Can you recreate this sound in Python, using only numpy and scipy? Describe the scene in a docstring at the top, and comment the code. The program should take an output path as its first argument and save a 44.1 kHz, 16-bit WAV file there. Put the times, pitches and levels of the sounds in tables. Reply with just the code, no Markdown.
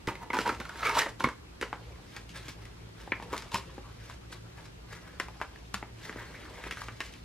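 """Clear plastic pages handled on a desk

A sleeve of a plastic binder page crinkles close to a phone, then a card is worked into a pocket.
Creases release as impulses that ring film panels, filtered impulse trains make the crackle and sliding hiss,
and larger buckles are short decaying tones with noise. The desk booms, a small room answers with decaying
noise, and an appliance hums far off as narrow noise bands under steady air noise."""
import sys
import numpy as np
from scipy import signal
from scipy.fft import rfft, irfft, next_fast_len
from scipy.io import wavfile
from scipy.ndimage import uniform_filter1d, map_coordinates

SR = 44100
rng = np.random.default_rng(int(sys.argv[2]) if len(sys.argv) > 2 else 0)


def wrap_up_sound(samples):
    """Save the sound to the file named by the first command line argument, as 16-bit audio."""
    columns = np.atleast_2d(samples).T
    # keep every value between -1 and 1, then stretch to whole-number steps
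    tamed = np.clip(columns, -1, 1)
    steps = np.round(tamed * 32767).astype(np.int16)
    wavfile.write(sys.argv[1], SR, steps)


N = 319284  # length in samples

# Rustles, one pull or push of the film each. Each row: peak time in seconds, rise in seconds,
# fall in seconds, then relative levels of crackle, sliding hiss and page flex in dB.
RUSTLES = [(0.081, 0.0075, 0.076, -33.5, -65, -31), (.23, 0.11, 0.085, -45.5, -73, -52),
           (.339, 0.02, 0.15, -28.5, -57, -38), (.4, 0.099, 0.097, -50, -44.5, -42),
           (.47, 0.037, 0.082, -31, -47, -28.5), (0.607, 0.014, 0.023, -35.5, -64, -41),
           (0.863, 0.11, 0.16, -27.5, -41, -45), (.9, 0.052, 0.047, -32, -59, -49),
           (0.992, 0.075, 0.059, -21.5, -32.5, -38.5), (1.09, 0.024, 0.033, -39.5, -48, -45),
           (1.2, 0.0057, 0.048, -38, -40, -53), (1.247, 0.033, 0.051, -49, -58, -29),
           (2.17, 0.17, 0.047, -51, -54, -54), (2.3, 0.027, 0.066, -58, -56, -67),
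           (2.359, 0.032, 0.14, -43.5, -47, -54.5), (2.49, 0.07, 0.052, -48.5, -46.5, -54),
           (2.63, 0.091, 0.15, -53.5, -61, -60), (3.018, 0.081, 0.081, -47, -56.5, -50.5),
           (3.333, 0.027, 0.06, -32.5, -46.5, -38), (3.41, .1, 0.072, -52, -66, -59.5),
           (3.55, 0.044, 0.064, -36.5, -41.5, -39.5), (4.11, 0.23, 0.11, -50.5, -55.5, -62),
           (4.329, 0.038, 0.054, -45.5, -47, -48), (4.585, 0.049, 0.1, -48.5, -60, -66),
           (4.66, 0.048, 0.043, -56, -54.5, -68), (4.93, 0.057, 0.11, -43.5, -53.5, -69),
           (5.08, 0.098, 0.12, -49.5, -79, -58), (6.055, 0.071, 0.087, -44, -48, -66),
           (6.175, 0.023, 0.24, -42.5, -75, -51), (6.42, 0.25, 0.27, -54, -70, -55),
           (6.67, 0.19, 0.11, -46.5, -54.5, -53), (6.78, 0.046, 0.25, -46.5, -49.5, -62),
           (7.04, 0.1, 0.19, -51, -51, -59)]
SWING_DB = 20  # a rustle climbs this far in its rise time and sinks this far in its fall time
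# How busy the fingers are between rustles; low while the card is held still, high while it slides in.
# Each row: time in seconds, relative crackle level in dB.
BUSY = [(0, -58), (.06, -59), (.25, -60), (.7, -48), (1.17, -61), (1.42, -63.5), (1.7, -55), (2.2, -59.5),
        (2.9, -60), (3.2, -54), (3.7, -53.5), (4.2, -60), (4.85, -61), (5.2, -56), (5.5, -57),
        (5.91, -60.5), (6.2, -48.5), (6.6, -49), (6.92, -62), (7.24, -61.5)]
QUIET_DB = -60  # reference crackle level
BUSY_HISS_DB, BUSY_FLEX_DB = -68, -66.5  # hiss and flex when the crackle is at the reference
HISS_GROWS, FLEX_GROWS = 0.84, 0.99  # dB gained for each dB of crackle

# Panels of the film that ring when a crease gives way.
# Each row: frequency in Hz, bandwidth in Hz, relative level in dB.
PANELS = [(470, 170, -17), (921, 74, 0), (1280, 200, -7), (1643, 130, -5), (1966, 150, -4),
          (2150, 140, -6.5), (3040, 230, -18)]
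# The pitch that the bent film favours; panels near it or near the upper ring sound loudest.
# Each row: time in seconds, pitch in Hz.
FAVOURED_PITCH = [(0, 980), (.52, 980), (.7, 1410), (.8, 1360), (.9, 1230), (.97, 1090), (1.0, 1530),
                  (1.03, 1870), (1.07, 1790), (1.15, 1080), (1.35, 1080), (1.7, 1720), (3.0, 1480),
                  (3.5, 1020), (4.0, 1480), (6.2, 1590), (7.24, 1800)]
UPPER_HZ, UPPER_DB = 2370, -11.5  # the upper ring and its relative level
FOCUS_DB = 45  # loss one octave off, before the limit

# Single buckles and taps. Each row: start in seconds, relative level in dB, nominal pitch in Hz,
# relative bright crack level in dB, relative desk knock level in dB, length scale in cycles.
SNAPS = [(0.073, -32, 2120, -36, -45, 2.9), (0.0755, -25.5, 2000, -50, -24.5, 5.4),
         (0.086, -19, 1210, -45, -26, 2.2), (0.154, -33.5, 2140, -51, -47, 8.1),
         (0.302, -26.5, 2120, -51, -29, 20), (0.303, -24.5, 960, -63, -43, 5.7),
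         (0.332, -25, 2170, -41, -34, 9), (0.334, -24.5, 1000, -55, -27, 8),
         (0.345, -23, 1010, -39, -41, 3.7), (0.368, -25, 910, -41, -31, 8.4),
         (0.388, -20.5, 1410, -33.5, -20.5, 9), (0.35, -24, 1010, -50, -43, 7),
         (0.407, -22.5, 970, -39, -38, 2.3), (0.415, -32, 1300, -38, -45, 3),
         (0.46, -24, 1490, -43, -48, 5.1), (0.4645, -23, 920, -49, -41, 7.1),
         (0.477, -24.5, 945, -35.5, -36, 8.7), (0.491, -27, 1170, -39, -44, 4),
         (0.4925, -16, 1340, -41, -41, 5.3), (0.496, -23.5, 904, -53, -28, 6.3),
         (0.526, -32, 1000, -52, -45, 5), (0.548, -32.5, 1370, -46, -52, 5.9),
         (0.601, -28.5, 2250, -41, -41, 4), (0.614, -36, 1420, -60, -53, 8),
         (0.6525, -32, 1400, -47.5, -59, 7.6), (0.693, -32, 1460, -46, -55, 13),
         (0.757, -40, 1590, -60, -40, 10), (0.829, -21.5, 1295, -60, -47, 13),
         (0.852, -25, 2360, -52, -52, 7.6), (0.857, -26, 1330, -41, -46, 8.3),
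         (0.861, -23, 2243, -50, -52, 20), (0.868, -24, 2250, -40, -55, 18),
         (0.869, -23, 1268, -35, -53, 11.5), (0.887, -22, 1290, -43, -55, 7.3),
         (0.894, -27, 1250, -36, -33, 6), (0.895, -26, 2230, -50, -50, 13), (0.91, -26, 1220, -54, -49, 3),
         (0.91, -25, 2230, -54, -55, 14), (0.953, -25, 1010, -45, -45, 5), (0.982, -26, 1200, -45, -48, 4),
         (0.971, -23, 1052, -34, -43, 9), (0.991, -25, 1540, -29.5, -37, 11),
         (1.018, -24, 1830, -33.5, -50, 18), (1.062, -24.5, 970, -61, -31, 4.8),
         (1.068, -26.5, 580, -62, -40, 2.5), (1.205, -20, 993, -51, -31, 5.7),
         (1.24, -25, 1140, -33, -52, 2.4), (1.242, -17, 1104, -53, -25.5, 8.7),
         (1.243, -17.5, 2160, -58, -46, 13.8), (1.255, -23, 1060, -55, -42, 5),
         (1.271, -25, 1080, -62, -23, 8.9), (1.288, -21.5, 1470, -43.5, -58, 1.6),
         (1.613, -22, 1910, -34.5, -29, 2.4), (1.6253, -17.5, 1940, -41, -28, 1.7),
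         (1.6274, -18.5, 1340, -59, -24.5, 1.6), (1.6297, -20.5, 1370, -54, -25.5, 1.7),
         (1.7291, -19, 920, -50, -34, 1.3), (2.165, -24.5, 1820, -43, -64, 0.44),
         (2.293, -61, 2490, -46, -55, 3), (2.483, -29.5, 1930, -42, -39, 0.95),
         (2.654, -38, 2300, -51, -53, 2.1), (3.075, -36, 824, -69, -36, 5.6),
         (3.1198, -17.5, 2280, -70, -25, 8.7), (3.123, -20, 1800, -70, -43, 5.8),
         (3.132, -34, 2070, -70, -53, 9.8), (3.142, -36, 2230, -70, -53, 6),
         (3.199, -34, 885, -69, -36, 3.4), (3.225, -34.5, 890, -47.5, -37.5, 6.4),
         (3.329, -24.5, 1160, -46, -26.5, 2.2), (3.336, -24.5, 1050, -55, -45, 4),
         (3.366, -34, 2000, -43, -40, 4), (3.3787, -34, 3600, -35.5, -52, 3.3),
         (3.4225, -31, 1690, -43.5, -62, 1.5), (3.518, -36, 935, -44, -56, 5.2),
         (3.544, -22.5, 930, -28, -43, 11), (3.556, -25, 1077, -42, -45, 8),
         (3.779, -41, 816, -72, -31.5, 9.8), (4.098, -35, 1170, -55, -45, 2.7),
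         (4.327, -33, 1370, -59, -53, 1.2), (5.1996, -13.5, 1560, -34, -30, 1.96),
         (5.284, -33, 866, -55, -48, 3.8), (5.402, -34, 1200, -69, -43, 1.1),
         (5.4146, -14, 1220, -43, -40, 1.4), (5.559, -41, 1760, -55.5, -49, 8.8),
         (5.74, -40, 3000, -42.5, -58, 2), (5.743, -18.5, 1370, -33.5, -44, 1.8),
         (5.827, -24, 850, -69, -32.5, 2.2), (6.095, -28.5, 1700, -62, -32, 3),
         (6.127, -31.5, 2000, -55, -48, 0.62), (6.159, -33.5, 900, -69, -29.5, 1.6),
         (6.6396, -24, 2250, -55, -42, 2.3), (6.666, -26.5, 890, -62, -33, 0.54),
         (6.71, -22, 1900, -38.5, -62, 1.8), (6.712, -24.5, 2700, -60, -62, 8),
         (6.724, -27, 2200, -41, -35, 4), (6.772, -25, 1400, -66, -50, 1.2),
         (6.818, -26, 1140, -46, -59, 1.9), (6.8846, -22, 1740, -66, -36, 1.2),
         (7.005, -16, 2070, -37.5, -39, 0.72), (7.138, -41, 2390, -48, -61, 2.5)]
# Spectrum of the film's rattle. 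Each row: frequency in Hz, relative density in dB per Hz.
FILM = [(240, -34), (420, 2.5), (720, -2.5), (1000, -0.5), (1600, -4.5), (2250, -7.5), (2700, -7.5),
        (4200, -15.5), (6000, -43.5)]
# Spectrum of sliding hiss and bright cracks. Each row: frequency in Hz, relative density in dB per Hz.
SLIDE = [(1470, -19), (2500, -4.5), (3380, -7), (5030, -9.5), (8660, -20), (12700, -26), (15600, -45),
         (16000, -100)]
# Spectrum of page flex and desk knocks. Each row: frequency in Hz, relative density in dB per Hz.
FLEX = [(90, -51.5), (180, 7), (300, 10.5), (550, 7), (900, -45)]

# Booms of the desk top. Each row: start in seconds, relative level in dB, frequency in Hz.
THUMPS = [(0.076, -32.5, 116), (1.244, -26, 235), (3.328, -38.5, 207), (3.542, -32, 201),
          (5.74, -37.5, 199)]
# A resonance between desk and phone lifts this band and dulls what lies just above.
GAP_HZ, GAP_WIDTH_HZ, GAP_GAIN = 2343, 350, 0.31

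# Where the hands are. Each row: time in seconds, lead from -1 (right port first) to 1 (left port first),
# level of left over right in dB.
PLACE = [(0, -0.49, -1), (1.5, -0.41, -1), (2.2, 0.52, 1), (5.2, 0.59, 1.5), (7.24, 0.49, 1)]
# What differs between the two ports. Each row: frequency in Hz, level in dB against what they share.
PORT_SIDE = [(60, -44), (150, -22), (380, -26), (950, -17.5), (2380, -10.5), (5980, 1.5), (15000, 12.5)]

# Reverberation. Each row: frequency in Hz, 60 dB decay time in seconds.
ROOM_DECAY = [(200, 0.17), (1500, 0.24), (5000, 0.24), (12000, 0.4)]
# Stereo reverberation. Each row: frequency in Hz, left-right likeness (clipped to -1..1).
ROOM_ALIKE = [(100, 1), (400, 0.98), (1500, 1), (4000, 0.51), (8000, 0.31), (13000, -1.2)]

# Spectrum of the room tone. Each row: frequency in Hz, relative density in dB per Hz.
AIR = [(12, -50), (20, -21), (60, -1.5), (113, -5.5), (222, -11.5), (367, -10.5), (527, -17), (802, -18.5),
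       (1480, -22.5), (4940, -28.5), (10200, -40), (12100, -43), (13200, -40), (14300, -80), (16000, -76)]
AIR_DB = -58.5  # rms of the left-right mean above 200 Hz
# Stereo room tone. Each row: frequency in Hz, left-right likeness.
AIR_ALIKE = [(110, 0.995), (180, 0.56), (550, -0.49), (1650, -0.52), (4970, -0.57), (15000, 0.44)]
# Wavering hum lines. Each row: frequency in Hz, width in Hz, rms level in dB.
HUM = [(56.1, 9, -54.5), (112.9, 6.5, -56), (169.9, 6.2, -62)]
TOP_HZ = 15700  # upper limit of the sound's band


def handling():
    """Impulsive excitation of resonators: creases ping panels over a fine rattle, hiss and page flex."""
    steady, (film_gain, slide_gain, flex_gain) = effort()
    favoured_hz, = curves(FAVOURED_PITCH)

    def off(hz, pitch):
        return -FOCUS_DB * np.log2(hz / pitch) ** 2

    def focus(hz):
        nearest_db = np.maximum(off(hz, favoured_hz), UPPER_DB + off(hz, UPPER_HZ))
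        return amp(nearest_db.clip(-12, 0))

    pings = np.zeros(N)
    for hz, width, db in PANELS:
        creases = kicks(share=.025, spike_db=2.5, clump_db=3.5)
        pings += amp(db) * focus(hz) * unit(filtered(creases, resonance(hz, width)))
    film = unit(pings) + amp(-4) * crackle(FILM, share=0.06, spike_db=3.5, clump_db=3.0)
    slide = crackle(SLIDE, share=.12, spike_db=2.6, clump_db=1.8)
    flex = amp(-4.0) * flex_gain * crackle(FLEX, share=0.085, spike_db=4.5, clump_db=3.5)

    # finely rubbing fingers, heard between the rustles
    fine = np.zeros(N)
    for gain, colour in zip(steady[::2], (FILM, FLEX)):
        fine += gain * crackle(colour, share=.3, spike_db=2.0, clump_db=0.9)
    rubbing = patchy(fine, depth_db=5.0) * np.std(fine)
    hiss = np.hypot(slide_gain, steady[1]) * patchy(slide, depth_db=1.8)
    return amp(-3.5) * (film_gain * patchy(film, depth_db=0.5) + rubbing) + hiss + flex


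def effort():
    """Exponential growth and decay: gains of crackle, hiss and flex for fine rubbing and for rustles."""
    busy_db, = curves(BUSY)
    over = busy_db - QUIET_DB
    steady = amp([busy_db, BUSY_HISS_DB + HISS_GROWS * over, BUSY_FLEX_DB + FLEX_GROWS * over])
    power = np.zeros((3, N))
    for s, rise, fall, *peak_db in RUSTLES:
        first = max(0, round((s - 2 * rise) * SR))
        last = min(N, round((s + 2 * fall) * SR))
        t = np.arange(first, last) / SR - s
        drop_db = SWING_DB * np.maximum(-t / rise, t / fall)
        power[:, first:last] += amp(np.c_[peak_db] - drop_db) ** 2  # overlapping rustles add in power
    return steady, np.sqrt(power)


def snaps():
    """Snap-through buckling: a few cycles of tone with film rattle, a short bright crack and a dull knock."""
    out, t = np.zeros(N + SR), np.arange(SR // 12) / SR
    film, bright, dull = causal(FILM), causal(SLIDE), causal(FLEX)
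    for s, db, hz, crack_db, knock_db, cycles in SNAPS:
        noise = rng.standard_normal((2, len(t)))
        u = t * hz / max(cycles, .5) * 3.76
        swell = u * np.exp(1 - u)  # a longer buckle starts more softly
        glide = 1.04 - .02 * u.clip(0, 4)  # a slight downward glide; the pitch stays nearly steady
        phase = 2 * np.pi * hz * np.cumsum(glide) / SR

        pop = np.zeros(len(t))
        for k in range(1, 4):  # harmonics take the film's colour, with a steep loss above 3400 Hz
            harmonic_db = along(FILM, k * hz) - along(FILM, hz) - 8.9 * (k - 1.5)
            pop += swell * amp(harmonic_db) * np.sin(k * phase) / (1 + (k * hz / 3400) ** 8)

        ring = resonance(np.sqrt(hz * 1900), 2200)
        film_noise = np.convolve(noise[0], film)[:len(t)]
        near = unit(filtered(film_noise, lambda f: ring(f) ** 2))
        rattle = amp(-8.5) * (swell + 0.99 * u.clip(0, 1) * amp(-60 * t / 0.063)) * near

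        decay = amp(-60 * t / 0.0069) + 0.15 * amp(-60 * t / 0.18)  # 60 dB decays in seconds
        onset = (t / 0.00097).clip(0, 1)
        crack = decay * onset * unit(np.convolve(noise[1], bright)[:len(t)])

        sound = amp(db - 6.5) * (pop + rattle) + amp(crack_db + 7.5) * crack
        sound[:len(dull)] += amp(knock_db - 2.0) * dull + amp(crack_db + 11.5) * bright
        out[round(s * SR):][:len(t)] += sound
    return out[:N]


def desk():
    """Damped modes of a plate: firm presses set the desk top booming at two frequencies."""
    out, t = np.zeros(N + SR), np.arange(SR // 6) / SR
    for s, db, hz in THUMPS:
        boom = np.sin(2 * np.pi * hz * t) + 0.7 * np.sin(2 * np.pi * hz * 0.577 * t)
        out[round(s * SR):][:len(t)] += amp(db - 60 * t / 0.11) * boom
    return out[:N]


def gap(f):
    """Interference of a direct path with a resonant one, in the gap between desk and phone."""
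    return 1 + GAP_GAIN * GAP_HZ * GAP_WIDTH_HZ / (GAP_HZ ** 2 - f * f + 1j * f * GAP_WIDTH_HZ)


def ports(x):
    """Pressure gradient: close ports share the pressure; their difference is a quarter cycle off."""
    lead, pan_db = curves(PLACE)
    moving = lead * (1 + 0.9 * wobble(120)) * x
    side = filtered(moving, lambda hz: 1j * amp(along(PORT_SIDE, hz)))
    return np.array([(x + side) * amp(pan_db / 2), (x - side) * amp(-pan_db / 2)])


def room(x):
    """Frequency-dependent reverberation: sound convolved with decaying noise, a new tail each 1/6 s."""
    out, step = np.zeros((2, N + SR)), SR // 6
    delay = 130  # samples before the tail begins
    for start in range(0, N, step):
        hz, t, z = signal.stft(rng.standard_normal((2, SR // 4)), SR, nperseg=256)
        decay = amp(-60 * t / along(ROOM_DECAY, hz)[:, None])
        tail = signal.istft(z * decay, SR, nperseg=256)[1]
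        wet = signal.fftconvolve(x[None, start:start + step], tail / np.linalg.norm(tail[0]), axes=1)
        out[:, start + delay:start + delay + wet.shape[1]] += wet
    return paired(out[:, :N], [(100, 0)], ROOM_ALIKE)  # flat colour


def room_tone():
    """Stationary noise: air and microphone hiss, with the narrow wavering lines of a far motor."""
    air = paired(rng.standard_normal((2, N)), AIR, AIR_ALIKE)
    air = air / np.std(filtered(air.mean(0), lambda hz: hz > 200))
    hum = np.zeros(N)
    for hz, width, db in HUM:
        line = filtered(rng.standard_normal(N), lambda f: np.exp(-((f - hz) / width) ** 2))
        hum += amp(db) * unit(line)
    return amp(AIR_DB) * air + hum


def kicks(share, spike_db, clump_db):
    """Random impulses: tiny buckles on a share of the samples, a few much larger, in clumps."""
    u = rng.random((3, N))
    size_db = -spike_db * np.log(1 - .99 * u[2]) + clump_db * wobble(70)
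    return (u[0] < share) * np.sign(u[1] - .5) * amp(size_db)


def crackle(spectrum, share, spike_db, clump_db):
    """Source and filter: buckles coloured by one spectrum, at rms 1."""
    return unit(signal.fftconvolve(kicks(share, spike_db, clump_db), causal(spectrum))[:N])


def patchy(x, depth_db):
    """Time-varying colour as the film bends: random gain patches of about 700 Hz by 35 ms, at rms 1."""
    z = signal.stft(x, nperseg=256)[2]
    field = uniform_filter1d(rng.standard_normal(z.shape), size=4, axis=0)
    field = uniform_filter1d(field, size=12, axis=1)
    return unit(signal.istft(z * amp(depth_db * unit(field)), nperseg=256)[1][:N])


def resonance(hz, width):
    """The damped oscillator: a causal resonance whose gain is 1 at its centre."""
    return lambda f: 1j * f * width / (hz * hz - f * f + 1j * f * width)


def causal(spectrum, size=1024):
    """Minimum phase: the folded cepstrum of a spectrum gives its causal pulse, scaled to peak 1."""
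    magnitude = amp(along(spectrum, np.fft.rfftfreq(2 * size, 1 / SR)))
    ceps = irfft(np.log(magnitude + 1e-4))
    ceps[1:size] *= 2
    ceps[size + 1:] = 0
    pulse = irfft(np.exp(rfft(ceps)))[:size]
    return pulse / np.abs(pulse).max()


def paired(two, spectrum, alike):
    """Interchannel coherence: two unrelated signals, mixed to left and right as alike as asked."""
    def response(hz):
        turn = np.arccos(np.clip(along(alike, hz), -1, 1)) / 2
        return amp(along(spectrum, hz)) * [np.cos(turn), np.sin(turn)]

    mid, side = filtered(two, response)
    return np.array([mid + side, mid - side])


def filtered(x, response):
    """Linear filtering: the spectrum of x times a response of frequency."""
    m = next_fast_len(x.shape[-1] + 8192)
    return irfft(rfft(x, m) * response(np.fft.rfftfreq(m, 1 / SR)), m)[..., :x.shape[-1]]


def wobble(rate):
    """Slow random modulation: a smooth curve through random knots, rate knots a second."""
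    return map_coordinates(rng.standard_normal(int(N * rate / SR) + 4), [np.arange(N) * rate / SR])


def curves(rows):
    """Linear interpolation in time: one value per sample for each column after the time."""
    s, *cols = np.transpose(rows)
    return [np.interp(np.arange(N) / SR, s, c) for c in cols]


def along(points, hz):
    """Interpolation of (Hz, value) points on a logarithmic frequency axis."""
    f, v = np.transpose(points)
    return np.interp(np.log(hz + 1), np.log(f + 1), v)


def amp(db):
    """The decibel: level to amplitude ratio."""
    return 10 ** (np.asarray(db) / 20)


def unit(x):
    """Normalisation to rms 1."""
    return x / np.sqrt(np.mean(x ** 2) + 1e-20)


def scene():
    """Superposition: direct sound of the hands, its reverberation and the room tone."""
    hands = filtered(handling() + snaps() + desk(), gap)
    return amp(-0.5) * ports(hands) + amp(-6.5) * room(hands) + room_tone()


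def record(dry):
    """Band limiting: nothing sounds above TOP_HZ."""
    return filtered(dry, lambda hz: hz < TOP_HZ)


dry = scene()
out = record(dry)
wrap_up_sound(out)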